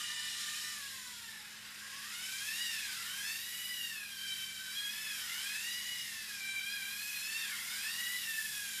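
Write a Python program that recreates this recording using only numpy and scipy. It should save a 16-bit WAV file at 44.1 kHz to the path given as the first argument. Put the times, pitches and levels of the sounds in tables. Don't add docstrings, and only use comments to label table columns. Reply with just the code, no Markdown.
import sys
import numpy as np
from scipy import signal
from scipy.fft import rfft, irfft
from scipy.io import wavfile
from scipy.ndimage import uniform_filter1d

SR = 44100
rng = np.random.default_rng(int(sys.argv[2]) if len(sys.argv) > 2 else 0)


def to_linear_factor(level_db):
    exponent = np.asarray(level_db, float) / 20
    return 10 ** exponent


def file_out(sig):
    cols = np.atleast_2d(sig).T
    lim = np.clip(cols, -1, 1)
    pcm = np.round(lim * 32767).astype(np.int16)
    wavfile.write(sys.argv[1], SR, pcm)


N = 388080

# (frequency [Hz], level [dB per Hz])
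AIR = [(15, -39), (25, -33), (65, -10.5), (160, -1), (210, 2.5), (233, -4), (263, -2.5), (452, -5),
       (657, -10), (900, -17), (1170, -61), (1980, -120)]
AIR_DB = -71.5
# (frequency [Hz], waver rate [Hz], waver depth [dB], level [dB])
HUM = [(60, 7.8, 3, -80.5), (90.05, 3.4, 1.5, -80), (120.6, 5.5, 3, -77.5), (168.3, 8, 2.5, -78.5),
       (213.7, 16, 1, -70.5), (1087, 9.8, 5, -77.5)]

# (low [Hz], high [Hz])
GEAR_BANDS = [(700, 3000), (3000, 6000), (6000, 11000), (11000, 15500)]
# (frequency [Hz], level [dB per Hz])
GEAR_COLOUR = [(350, -37), (600, -33.5), (950, -20.5), (1180, -21), (1610, -8.5), (1820, -5), (2440, -1.5),
               (3920, 8), (4370, 6), (4930, 13.5), (6040, 8.5), (7100, 10.5), (12000, 12.5), (14300, 8.5),
               (15100, 4)]
# (time [s], effort [dB], facing [dB])
DRIVE = [(0.0, -40, -16), (0.07, -40.5, -17.5), (0.59, -40, -13), (1.54, -52, -13), (2.47, -41.5, -7.5),
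         (3.82, -47.5, -3.5), (4.04, -49, -8.5), (4.41, -45.5, -8.5), (4.51, -47.5, -10), (4.83, -47, -6.5),
         (4.97, -46, -4.5), (5.51, -43, -6), (6.42, -43.5, -12.5), (6.57, -48, -9), (7.06, -45.5, -4.5),
         (7.87, -44, -3), (8.46, -42.5, -4), (8.8, -42, -9)]
USUAL_EFFORT_DB, USUAL_FACING_DB = -45, -9
# (usual level [dB], share of effort [dB/dB], share of facing [dB/dB], lift in a reversal [dB])
GEAR_LAYERS = [
    (-47, 0.37, 0.037, 5.5),
    (-49.5, 0.85, 0.09, 0.8),
    (-51.5, 0.97, 0.3, .7),
    (-54, 0.61, 1, -3.1),
]
# (time [s], half length [s], strength [0-1])
REVERSALS = [
    (1.75, 0.39, 0.88),
    (2.888, 0.79, 0.77),
    (5.25, 0.53, 0.86),
    (7.646, 0.56, 1.04),
]

# (time [s], tooth-mesh rate [Hz], load [dB], brightness [dB per octave], even against odd tones [dB])
SLOWING = [(0, 606.4, -51.5, 3.5, 1), (.3, 595, -58.5, 12, -2.5), (.56, 607, -52.5, 4, 2),
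           (.7, 602, -56, 3, -2), (.82, 561.5, -56.5, -16, -5), (1.12, 484.5, -56.5, 0, 1),
           (1.4, 424, -61.5, 4, 7), (1.55, 416, -68, 7, 7)]
CRUISING = [(0, 945, -55, 7, -0.88), (.2, 985, -52.5, 6, -1.5), (.5, 931, -61, 6, 0.96),
            (0.679, 988, -55, 4, 0.52), (.8, 954, -71, 5, 1.5)]
FIRST_TURN = [(1.75, 500, -71, 2, -9), (1.83, 542.4, -56.5, -17, -5.5), (2.03, 557.6, -58, -10, -1),
              (2.151, 723, -51, 6, -1), (2.4, 804, -49.5, -6.5, 1.5), (2.62, 971.6, -46, 8.5, -1.5),
              (2.85, 820, -49.5, 2.5, 2), (3.05, 609, -57, 3, -1.5), (3.298, 456, -61, 3, 3)]
RISE_1 = [(2.85, 576.5, -61, 4, 3), (3.07, 724.5, -55.5, 1.5, 5.5), (3.3, 898, -45.5, 6.5, 1.5),
          (3.46, 972, -55, 6.5, 1.5), (3.71, 981, -47, 0.5, -5.5), (3.869, 929.4, -48.5, 4.5, 1),
          (4.03, 822.7, -52, -5.5, -4), (4.16, 785.4, -53, 4, 9.5), (4.3, 786.4, -45.5, -6, -5.5)]
EASE_1 = [(4.259, 780, -50, 7.5, 1.5), (4.5, 774.7, -53, 0.5, 1.43), (4.69, 765, -50, 1.9, 2.5),
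          (4.77, 812.6, -47.5, 4.5, 2.4), (4.9, 832.6, -49, 4.7, 2.1), (5.0, 877, -51, 1.9, 1.5),
          (5.08, 853.6, -49, 3.8, 1.7), (5.2, 762, -50, 5.3, 2.6), (5.35, 675, -56, 1, 1.6)]
RISE_2 = [(5.1, 480, -70, 15, -4), (5.29, 680, -50, -2, -3.5), (5.44, 799, -47.5, 5.5, 2.5),
          (5.581, 869, -48.5, -1, -3), (5.68, 967, -48, 5.5, -0.5), (5.94, 982.7, -51, 2.5, -1),
          (6.26, 847, -55, -5.5, -0.5), (6.399, 790, -49.5, -12, -4.5), (6.5, 783.7, -45.5, -3, -1.5)]
EASE_2 = [(6.46, 782, -47, -1, -4), (6.62, 780.5, -43.5, -2, -3.5), (6.731, 824, -47.5, 3, 1.5),
          (6.818, 775.7, -45, -5, -3.5), (7.03, 846.5, -49.5, 1, -1), (7.17, 833, -49.5, 1.5, -3),
          (7.4, 916, -46.5, 7, 1.5), (7.529, 713, -51, -10, -5), (7.65, 655, -67, 1.5, 8)]
RISE_3 = [(7.45, 527, -56, -1, -3), (7.58, 647, -58, -4, -5), (7.72, 735, -48, 0.5, -0.5),
          (7.92, 938, -47, 2, 2), (8.15, 994, -49.5, 2, 2), (8.26, 901.6, -49.5, -2.5, 1),
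          (8.599, 826.6, -50.5, -8.5, 1.5), (8.749, 776, -48, -2, -1.5), (8.8, 788, -57, -9, 2)]
TRAILING_1 = [(3.401, 736, -68, 1.5, -5), (3.66, 741, -69, 1.26, -9), (3.75, 757, -63, 1.5, -10)]
TRAILING_2 = [(5.7, 741, -69, 1.5, -12), (6.169, 685, -68, 1.5, -11), (6.35, 626, -64, 1.5, 0)]
LONGEST_S = 1.7
LOOSE_DB = 23.5

TOOTH_DB = [-23.5, 1.28, 0.5, -3.5, -5.5]
HALF_DB, UPPER_DB = -30, -2.5
# (frequency [Hz], level [dB])
CASE = [(900, -12), (1250, -4), (1600, -5), (1900, 2), (2250, -4), (3000, 2.5), (3950, -2.6), (4850, -2.6)]
# (frequency [Hz], level [dB])
UPPER = [(2500, -4), (4000, -6), (5400, -5), (6100, -13), (7100, -9), (8000, -12), (8800, -11), (9500, -16),
         (13500, -20), (15500, -28)]

# (frequency [Hz], width [Hz], lift [dB])
HOUSING = [(3900, 120, 5), (4960, 190, -8), (5440, 100, 1.5), (7120, 180, 7), (8500, 230, 1),
           (10300, 570, 2.5)]
# (time [s], share [about 0-1])
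OPEN = [(0, 1.1), (.7, 0.9), (1.4, 0.8), (2.0, 0), (2.5, 0.5), (3.0, 0.21), (3.6, 0.6), (5, 0.3),
        (6.5, 0.2), (7.3, 0.7), (8.2, 0.27), (8.8, 1.1)]
# (frequency [Hz], time to fall 60 dB [s])
ROOM = [(500, 0.27), (3000, 0.38), (12000, 0.14)]


def evened(x):
    return x / np.sqrt(np.mean(x ** 2) + 1e-20)


def read(points, hz):
    f, value = np.transpose(points)
    return np.interp(np.log(hz + 1), np.log(f + 1), value)


def drift(size, hz, drawn=0):
    step = 1 if hz > 200 else 32
    settle = SR // 4
    noise = rng.standard_normal((max(size, drawn) + settle) // step + 2)
    lowpass = signal.butter(2, hz, fs=SR / step, output="sos")
    slow = signal.sosfilt(lowpass, noise)[settle // step:]
    return np.interp(np.arange(size) / step, np.arange(len(slow)), evened(slow))


def add(mix, s, sound):
    part = mix[round(s * SR):][:len(sound)]
    part += sound[:len(part)]


def quiet_room():
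    hz, t = np.fft.rfftfreq(N, 1 / SR), np.arange(N) / SR
    rumble = irfft(rfft(rng.standard_normal(N)) * to_linear_factor(read(AIR, hz)), N)
    out = to_linear_factor(AIR_DB) * evened(rumble)
    for f, waver_hz, waver_db, db in HUM:
        phase = 2 * np.pi * f * t + 0.38 * waver_db * drift(N, waver_hz)
        level = to_linear_factor(db + waver_db * drift(N, waver_hz))
        out += np.sqrt(2) * level * np.cos(phase)
    return out


def gears(flicker_db=0.5, grit_db=-0.5):
    clicks = rng.standard_normal(N + 1024) * to_linear_factor(grit_db * drift(N + 1024, 2500))
    hz, t, z = signal.stft(clicks, SR, nperseg=512, noverlap=384)
    s, effort_db, facing_db = np.transpose(DRIVE)
    effort = np.interp(t, s, effort_db - USUAL_EFFORT_DB)
    facing = np.interp(t, s, facing_db - USUAL_FACING_DB)
    backlash = sum(size * np.exp(-((t - at) / half) ** 2) for at, half, size in REVERSALS)
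    power = to_linear_factor(read(GEAR_COLOUR, hz)) ** 2
    lifts = []
    for (low, high), (db, a, b, c) in zip(GEAR_BANDS, GEAR_LAYERS):
        in_band = (hz >= low) & (hz < high)
        share_db = 10 * np.log10(power[in_band].sum() / power.sum())
        lifts.append(db + a * effort + b * facing + c * backlash - share_db)
    centres = np.log([np.sqrt(low * high) for low, high in GEAR_BANDS])
    blend = np.array([np.interp(np.log(hz + 1), centres, row) for row in np.eye(len(lifts))])
    z *= to_linear_factor(blend.T @ np.array(lifts)) * np.sqrt(power / power.mean())[:, None]
    hiss = signal.istft(z, SR, nperseg=512, noverlap=384)[1][:N]
    return hiss * to_linear_factor(flicker_db * drift(N, 33))


def whine(rows, loose_db=0, wobble_hz=30, fade_db=3, fade_hz=25, swing_hz=5, smear=0.7, smear_hz=40):
    s, *columns = np.transpose(rows)
    t = np.arange(s[0], s[-1], 1 / SR)
    hz, load_db, tilt_db, even_db = (np.interp(t, s, c) for c in columns)

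    def wander(rate_hz):
        return drift(len(t), rate_hz, round(LONGEST_S * SR))

    turns = np.cumsum(hz * (1 + .0065 * wander(wobble_hz))) / SR
    tones = np.sqrt(2) * to_linear_factor(load_db + HALF_DB + loose_db) * np.cos(np.pi * 3 * turns)
    for k in range(1, 17):
        if k < 6:
            db = TOOTH_DB[k - 1] + read(CASE, k * hz) + (-1) ** k * even_db + (k == 1) * loose_db
        else:
            db = UPPER_DB + read(UPPER, k * hz)
        phase = 2 * np.pi * k * turns + smear * wander(smear_hz)
        if k < 6:
            fade = fade_db * wander(fade_hz) + .8 * wander(swing_hz)
        else:
            fade = 2.6 * wander(8) - .8
        lean = tilt_db * np.log2(np.clip(k, 2, 5) / 3)
        tones += np.sqrt(2) * to_linear_factor(load_db + db + lean + fade) * np.cos(phase)
    since_start = np.where(s[0] < .01, 1, t - s[0])
    until_end = np.where(s[-1] > N / SR - .02, 1, s[-1] - t)
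    edge = np.minimum(since_start, until_end)
    return s[0], tones * np.sqrt(np.clip(edge / 0.021, 0, 1))


def housing(x, patchy_db=0.5, banded_db=1.5):
    hz, t, z = signal.stft(x, SR, nperseg=512, noverlap=384)
    a, b = rng.standard_normal((2,) + z.shape)
    patches = evened(uniform_filter1d(uniform_filter1d(a, size=6, axis=0), size=14, axis=1))
    bands = evened(uniform_filter1d(uniform_filter1d(b, size=3, axis=0), size=60, axis=1))
    lift_db = sum(db / (1 + ((hz - f) / width * 2) ** 2) for f, width, db in HOUSING)
    ring_db = np.outer(lift_db, np.interp(t, *np.transpose(OPEN)))
    z *= to_linear_factor(ring_db + patchy_db * patches + banded_db * bands)
    return signal.istft(z, SR, nperseg=512, noverlap=384)[1][:N]


def walls(x):
    taps = np.zeros(SR // 2)
    at = np.arange(200, len(taps) - 20, 20)
    taps[at + rng.integers(0, 20, len(at))] = rng.choice([-1., 1.], len(at))
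    hz, t, z = signal.stft(taps, SR, nperseg=256)
    t60 = np.interp(hz, *np.transpose(ROOM))
    tail = signal.istft(z * to_linear_factor(-60 * t / t60[:, None]), SR, nperseg=256)[1]
    return signal.fftconvolve(x, tail / np.linalg.norm(tail))[:N]


def scene():
    motors = np.zeros(N)
    for rows in (SLOWING, CRUISING, FIRST_TURN, RISE_1, EASE_1, RISE_2, EASE_2, RISE_3,
                 TRAILING_1, TRAILING_2):
        add(motors, *whine(rows, LOOSE_DB * (rows is CRUISING)))
    robot = housing(to_linear_factor(-4.5) * motors + gears())
    mono = robot + to_linear_factor(-5.5) * walls(motors) + quiet_room()
    return np.array([mono, mono])


def thinned(x):
    hz, t, z = signal.stft(x, SR, nperseg=2048, noverlap=1536)
    power = uniform_filter1d(uniform_filter1d(abs(z) ** 2, size=4, axis=0), size=4, axis=1)
    level_db = 10 * np.log10(power + 1e-20)
    usual_db = uniform_filter1d(uniform_filter1d(level_db, size=50, axis=0), size=30, axis=1)
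    facing = np.clip(np.interp(t, *np.transpose(DRIVE)[::2]) + 9, 0, 5)
    bar_db = np.select([hz > 12600, hz > 4000], [-.5, -6.3], -60)[:, None]
    bar_db = bar_db - np.outer(hz > 12600, .3 * facing)
    steps_up = (rng.random((3, len(t) // 4 + 1)) < .85).sum(0)
    edge_hz = 14950 + 130 * steps_up.repeat(4)[:len(t)]
    kept = (level_db > usual_db + bar_db) & (hz[:, None] < edge_hz)
    return signal.istft(z * kept, SR, nperseg=2048, noverlap=1536)[1][:N]


def low_pass(x):
    return signal.sosfilt(signal.butter(12, 15280, fs=SR, output="sos"), x)


def record(dry):
    mono = thinned(dry[0])
    return low_pass(np.array([mono, mono]))


dry = scene()
out = record(dry)
file_out(out)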